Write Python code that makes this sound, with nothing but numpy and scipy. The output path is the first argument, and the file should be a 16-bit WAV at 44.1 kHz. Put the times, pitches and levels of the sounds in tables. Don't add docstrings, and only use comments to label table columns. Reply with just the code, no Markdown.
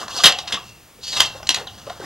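import sys
import numpy as np
from scipy import signal
from scipy.fft import rfft, irfft, next_fast_len
from scipy.io import wavfile
from scipy.ndimage import uniform_filter1d

SR = 44100
rng = np.random.default_rng(int(sys.argv[2]) if len(sys.argv) > 2 else 0)


def transcribe(u):
    v = np.clip(np.atleast_2d(u).T, -1, 1)
    q = np.round(v * 32767).astype(np.int16)
    wavfile.write(sys.argv[1], SR, q)


def gain_from_db(level_db):
    decades = np.asarray(level_db, float) / 20
    return 10 ** decades


N = 90404

# pitch_hz [Hz], level_db [dB]
FRAME_NOTES = [(1860, -15), (2900, 8), (3280, 9.5), (3800, -5), (4600, -10), (5100, -21.5), (5800, 10.5),
               (6600, -13), (7700, -42.5)]
# pitch_hz [Hz], level_db [dB]
CASE_NOTES = [(205, -15), (330, -30), (560, -12), (750, -3), (1085, -1.5), (1423, -7)]
# freq_hz [Hz], level_db [dB per Hz]
CRACK_COLOUR = [(59, -90), (100, -60), (394, -34.5), (1040, -10.5), (2170, -4), (3320, -4.5), (4180, -16),
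                (5740, -11), (15500, -61.5)]

FRAME_WIDTH_HZ, CASE_WIDTH_HZ = 330, 190
SPREAD_DB = 3.5
RISE_SHARE = .85


def colour(x, table):
    f, db = np.array(table).T
    bins_hz = np.arange(1025) * SR / 2048
    log_gain = np.interp(np.log(bins_hz + 1), np.log(f), db) * np.log(10) / 20
    cepstrum = irfft(log_gain)
    cepstrum[1:1024] *= 2
    cepstrum[1025:] = 0
    impulse = irfft(np.exp(rfft(cepstrum)))[:1024]
    return signal.fftconvolve(x, impulse)[:len(x)]


def ring(x, hz, width):
    return signal.lfilter(*signal.iirpeak(hz, hz / max(width, 1), SR), x)


def body(x, peaks, width, vary_db):
    return sum(gain_from_db(db + v) * ring(x, f * (1 + v / 150), width) for (f, db), v in zip(peaks, vary_db))


def unit(x):
    return x / np.sqrt(np.mean(x ** 2))


def top(x):
    return x / np.abs(x).max()


def walk(rate):
    k = int(SR / rate)
    return unit(uniform_filter1d(uniform_filter1d(rng.standard_normal(N), k), k))


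def contact(noise, ms):
    t = np.arange(len(noise)) / SR * 1000 / max(ms, .3)
    let_go = 0.83
    return noise * (1 - np.exp(-(t / RISE_SHARE) ** 2)) * np.exp(-t ** let_go)


def add(out, x, s, ms):
    i = max(int((s - RISE_SHARE * ms / 1000) * SR), 0)
    out[i:i + len(x)] += x[:len(out) - i]


def floor():
    # freq_hz [Hz], level_db [dB per Hz]
    hiss_colour = [(15, -40), (25, 10), (60, 1), (227, -0.5), (266, -5.5), (313, 2), (388, -5.5),
                   (3160, -11), (8790, -15), (15500, -17)]
    # time_s [s], level_db [dB]
    rumble_course = [(0, -58), (.55, -50.5), (.7, -54), (.9, -60.5), (1.2, -46.5), (1.55, -48),
                     (1.8, -48.5), (2.05, -43.5)]
    # pitch_hz [Hz], level_db [dB rms]
    whine = [(11779, -66), (15676, -69), (15735, -62)]
    hiss_db, whine_db, rumble_hz = -49, 2, 90
    hiss_apart_db, rumble_apart_db = -19, -15
    t = np.arange(N) / SR
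    hiss = [gain_from_db(hiss_db) * unit(colour(rng.standard_normal(N), hiss_colour)) for _ in range(2)]
    level = gain_from_db(np.interp(t, *np.array(rumble_course).T) + 1.6 * walk(6))
    rumble = []
    for _ in range(2):
        narrow = ring(rng.standard_normal(N), rumble_hz, 94)
        rumble.append(level * unit(ring(narrow, rumble_hz, 150)))
    lines = 0
    for hz, db in whine:
        lines = lines + np.sqrt(2) * gain_from_db(db + whine_db + walk(20)) * np.sin(2 * np.pi * hz * t)
    side = gain_from_db(hiss_apart_db) * hiss[1] + gain_from_db(rumble_apart_db) * rumble[1]
    return hiss[0] + rumble[0] + lines, side


def room(x):
    # freq_hz [Hz], t60_s [s]
    decay = [(200, .26), (750, .3), (1600, .23), (2700, .26), (3300, .19), (6000, .18), (10000, .13)]
    room_db, apart_db, gap_ms = -8, -27, 5
    t = np.arange(SR // 2) / SR
    f, t60 = np.array(decay).T
    tail = 0
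    for hz in 60 * 2 ** np.arange(0, 8.1, 1 / 3):
        sos = signal.butter(2, [hz / 1.12, hz * 1.12], "band", fs=SR, output="sos")
        band = signal.sosfilt(sos, rng.standard_normal((5, len(t))))
        band_t60 = max(np.interp(np.log(hz), np.log(f), t60), .03)
        tail = tail + band * gain_from_db(-60 * t / band_t60)
    tail = tail * (1 - np.exp(-(t * 1000 / gap_ms) ** 2))
    tail = tail / np.sqrt(np.sum(tail[0] ** 2))
    place = np.arange(N) / SR / .007
    mid = 0
    for k in range(4):
        share = np.maximum(np.cos(np.pi / 2 * (place - k)), 0)
        mid = mid + signal.fftconvolve(x * share, tail[k])[:N]
    side = signal.fftconvolve(x, tail[-1])[:N]
    return gain_from_db(room_db) * mid, gain_from_db(room_db + apart_db) * side


def knocks():
    # hit_s [s] (where the build-up ends), level_db [dB peak], pitch_hz [Hz], contact_ms [ms]
    blows = [(.028, -30, 1130, 3.5), (0.063, -40, 970, 5.1), (0.095, -26, 1060, 4.4), (.145, -31, 200, 3.9),
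             (.198, -19, 1200, 5.4), (.244, -21, 180, 6), (0.57, -23.5, 1150, 4.6), (0.45, -34, 670, 3.46),
             (.535, -28, 230, 7.4), (.990, -41.5, 456, 10), (1.349, -33, 523, 4.8), (1.4, -34, 1050, 2.87),
             (1.869, -28, 520, 1.6), (1.886, -28, 620, 2.6), (1.903, -20, 690, 2.6),
             (2.012, -31, 1530, 5.0), (2.0005, -24, 420, 1.0), (1.4, -33.5, 620, 5.5),
             (0.05, -38.5, 176, 11), (1.5, -31, 285, 12), (1.6, -27, 480, 10), (2.024, -31, 730, 5.3),
             (2.030, -29, 313, 30), (1.872, -32.5, 1210, 5), (1.876, -24, 590, 2.8),
             (0.084, -28.5, 670, 2.5), (.27, -30, 150, 17), (0.28, -42, 88, 3.7), (0.19, -29.5, 710, 8),
             (2.043, -32.5, 1870, 6.6)]
    note_width_hz, box_db, tick_db = 110, -13, -22
    out = np.zeros(N)
    noise = rng.standard_normal((len(blows), 4096))
    vary = rng.standard_normal((len(blows), 8))
    for k, (s, db, hz, ms) in enumerate(blows):
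        hit = contact(noise[k], ms)
        note = top(ring(ring(hit, hz, note_width_hz), hz, 3 * note_width_hz))
        box = gain_from_db(box_db) * top(body(hit, CASE_NOTES, CASE_WIDTH_HZ, SPREAD_DB * vary[k]))
        tick = gain_from_db(tick_db) * top(colour(hit, CRACK_COLOUR))
        add(out, gain_from_db(db) * top(note + box + tick), s, ms)
    return out


def squeaks():
    # start_s [s], length_s [s], from_hz [Hz], to_hz [Hz], level_db [dB]
    slips = [
        (1.671, .021, 4250, 2750, -29),
        (1.506, .018, 6600, 5500, -27),
        (.672, .022, 4200, 6600, -54),
    ]
    out = np.zeros(N)
    for s, length, from_hz, to_hz, db in slips:
        u = np.linspace(0, 1, int(length * SR))
        pitch_hz = to_hz + (from_hz - to_hz) * (1 - u) ** 1.71
        phase = 2 * np.pi * np.cumsum(pitch_hz) / SR
        whistle = np.sin(phase) + gain_from_db(-14) * np.sin(1.6 * phase)
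        swell = np.sin(np.pi * u ** .6)
        rough = gain_from_db(db + 2.5 * walk(500)[:len(u)])
        add(out, rough * swell * whistle, s, 0)
    return out


def slide():
    # time_s [s], level_db [dB], low_share_db [dB], free_span_hz [Hz]
    strokes = [
        [(0, -32.5, 2.5, 3040), (.035, -41, 9.5, 2870), (.075, -63.5, 12, 2660), (.105, -36, 4, 2830),
         (.125, -29, -6, 2960), (.15, -32.5, 1.5, 4000), (.172, -24.5, -4.5, 4900), (.2, -29, -19.5, 3400),
         (.238, -33, 5, 2970)],
        [(.36, -37.5, -33, 2840), (.42, -44.5, -16, 3080), (.45, -68.5, 18, 3540), (.51, -45, 14.5, 3400),
         (.6, -53, 3.5, 2700), (.69, -49.5, -6, 2660), (.86, -64, -6, 2910)],
        [(.99, -69, -8, 3360), (1.04, -34, -13, 4170), (1.08, -31, -22.5, 4600), (1.15, -29.5, -3, 3900),
         (1.2, -26, -5, 3350), (1.25, -33, -10, 4110), (1.33, -47, 5.5, 3900), (1.42, -53, 3, 3180),
         (1.47, -48.5, 8.5, 3190)],
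        [(1.57, -48, 22.5, 3400), (1.63, -52.5, 2, 2700), (1.72, -53, -1, 3100), (1.8, -47, 1, 3100),
         (1.85, -49.5, 0, 2710), (1.97, -53.5, 8, 3250), (2.01, -54.5, 11, 2900), (2.05, -43.5, 13.5, 3950)],
    ]
    # freq_hz [Hz], level_db [dB per Hz]
    scrape_colour = [(900, -30), (1600, -13), (2600, -10), (3600, -1), (4700, 0.5), (7000, -9),
                     (10000, -26), (15500, -38)]
    grains_per_s, grain_db = 12000, 1.5
    ring_db, note_db, note_width_hz = -8, -5, 650
    air_db, air_per_db = -23, .8
    t = np.arange(N) / SR
    strength = gain_from_db(grain_db * np.minimum(rng.exponential(size=N), 3))
    grains = (rng.random(N) < grains_per_s / SR) * rng.standard_normal(N) * strength
    grains = grains * gain_from_db(2.6 * walk(50))
    frame = unit(body(grains, FRAME_NOTES, FRAME_WIDTH_HZ, np.zeros(20)))
    high = unit(unit(colour(grains, scrape_colour)) + gain_from_db(ring_db) * frame)
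    low = unit(body(grains, CASE_NOTES, 2 * CASE_WIDTH_HZ, np.zeros(20)))
    air = unit(ring(rng.standard_normal(N), 9660, 5000))
    lowpass = signal.butter(2, note_width_hz / 2, fs=SR)
    out = 0
    for rows in strokes:
        s, db, low_db, hz = np.array(rows).T
        turn = np.exp(2j * np.pi * np.cumsum(np.interp(t, s, hz)) / SR)
        note = unit(np.real(turn * signal.lfilter(*lowpass, grains / turn)))
        on = uniform_filter1d(((t >= s[0]) & (t <= s[-1])) * 1., size=600)
        level = np.interp(t, s, db)
        mix = high + gain_from_db(note_db) * note + gain_from_db(np.interp(t, s, low_db)) * low
        mix = mix + gain_from_db(air_db + air_per_db * (level + 28)) * air
        out = out + on * gain_from_db(level - 1.0) * mix
    return out


def clacks():
    # hit_s [s] (where the build-up ends), level_db [dB peak], low_ring_db [dB], pitch_hz
    # [Hz], contact_ms [ms]
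    slaps = [(.0815, -22, -8, 4120, 2.2), (.113, -27, -28, 3950, 2.8), (.189, -19, -15, 3950, 3.5),
             (.237, -2, -14, 4410, 1.6), (.242, 5, -21.5, 3430, 5.1), (.258, 5.5, -17.5, 3670, 6.1),
             (.266, 0.1, -31, 3460, 9.1), (.323, -13, -39, 4300, 1.3), (.387, -13, -17.5, 3780, 2.6),
             (.457, -31, -39, 3800, 3.1), (.478, -17, -47, 3750, 8.1), (.525, -8, -28, 3200, 6.0),
             (.542, -13, -22, 3000, 6.0), (1.130, -16.5, -31, 3920, 6.1), (1.170, -10, -21.5, 3520, 7.1),
             (1.2045, 5, -24, 3280, 2.6), (1.218, -9, -16, 3400, 4.5), (1.430, -28, -8, 5000, 2.2),
             (1.472, -14, -28, 4200, 1.3), (1.4915, 4, -26, 4050, 1.2), (1.505, -8, -27, 3800, 4.5),
             (1.5455, -6, -27, 4050, 2.6), (1.671, -31, -6, 3600, 4.0), (1.899, -26, -8, 3500, 2.6),
             (.250, -5, -20, 3300, 3.5), (.203, -19, -18, 3500, 5.5), (1.2005, -9, -22, 3300, 2.0),
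             (1.4695, -22, -20, 3600, 1.0), (1.540, -21, -25, 3300, 3.5), (1.561, -18, -20, 3000, 4.5)]
    dull_hz, dull_oct_per_db = 15000, .055
    focus_db_per_oct = 14
    crack_db, own_db, own_width_hz, low_gain_db = -1.5, 2.5, 600, 10.5
    out = np.zeros(N)
    noise = rng.standard_normal((len(slaps), 4096))
    vary = rng.standard_normal((len(slaps), 24))
    for k, (s, db, low_db, hz, ms) in enumerate(slaps):
        edge_hz = np.clip(dull_hz * 2 ** (dull_oct_per_db * db), 4000, 20000)
        hit = signal.lfilter(*signal.butter(3, edge_hz, fs=SR), contact(noise[k], ms))
        focused = [(f, g - focus_db_per_oct * abs(np.log2(f / hz))) for f, g in FRAME_NOTES]
        frame = top(body(hit, focused, FRAME_WIDTH_HZ, SPREAD_DB * vary[k]))
        high = frame + gain_from_db(own_db) * top(ring(hit, hz, own_width_hz))
        low = top(body(hit, CASE_NOTES, CASE_WIDTH_HZ, SPREAD_DB * vary[k, 12:]))
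        crack = gain_from_db(crack_db) * top(colour(hit, CRACK_COLOUR))
        add(out, gain_from_db(db) * (top(high + crack) + gain_from_db(low_db + low_gain_db) * low), s, ms)
    return signal.lfilter(*signal.butter(2, 480, "high", fs=SR), out)


def reel(x):
    # pitch_hz [Hz], t60_s [s], level_db [dB]
    hoop = [(760, .5, -14), (2730, .3, -20), (3280, .04, -27), (3830, .07, -24), (4830, .08, -22),
            (5780, .06, -24)]
    return sum(gain_from_db(db) * np.sqrt(t60 * 1000) * ring(x, hz, 1.5 / t60) for hz, t60, db in hoop)


def scene():
    lag_samples, pan_db = .96, .45
    hits = clacks() + slide()
    near = hits + reel(hits) + squeaks()
    near = near - .58 * ring(near, 2330, 400)
    soft = knocks()
    wet, wet_side = room(near + gain_from_db(-5.5) * soft)
    bed, bed_side = floor()
    mid, side = near + soft + wet + bed, wet_side + bed_side
    size = next_fast_len(N + 64)
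    delay = np.exp(-2j * np.pi * np.arange(size // 2 + 1) / size * lag_samples)
    late = irfft(rfft(mid, size) * delay, size)[:N]
    return np.array([gain_from_db(pan_db / 2) * late + side, gain_from_db(-pan_db / 2) * mid - side])


def top_cut(x):
    return signal.sosfilt(signal.butter(12, 15800, fs=SR, output="sos"), x)


def record(dry):
    lowpass = signal.ellip(10, .3, 80, 15800, fs=SR, output="sos")
    dry = signal.sosfilt(lowpass, dry)
    return top_cut(np.clip(dry, -1, 1))


dry = scene()
out = record(dry)
transcribe(out)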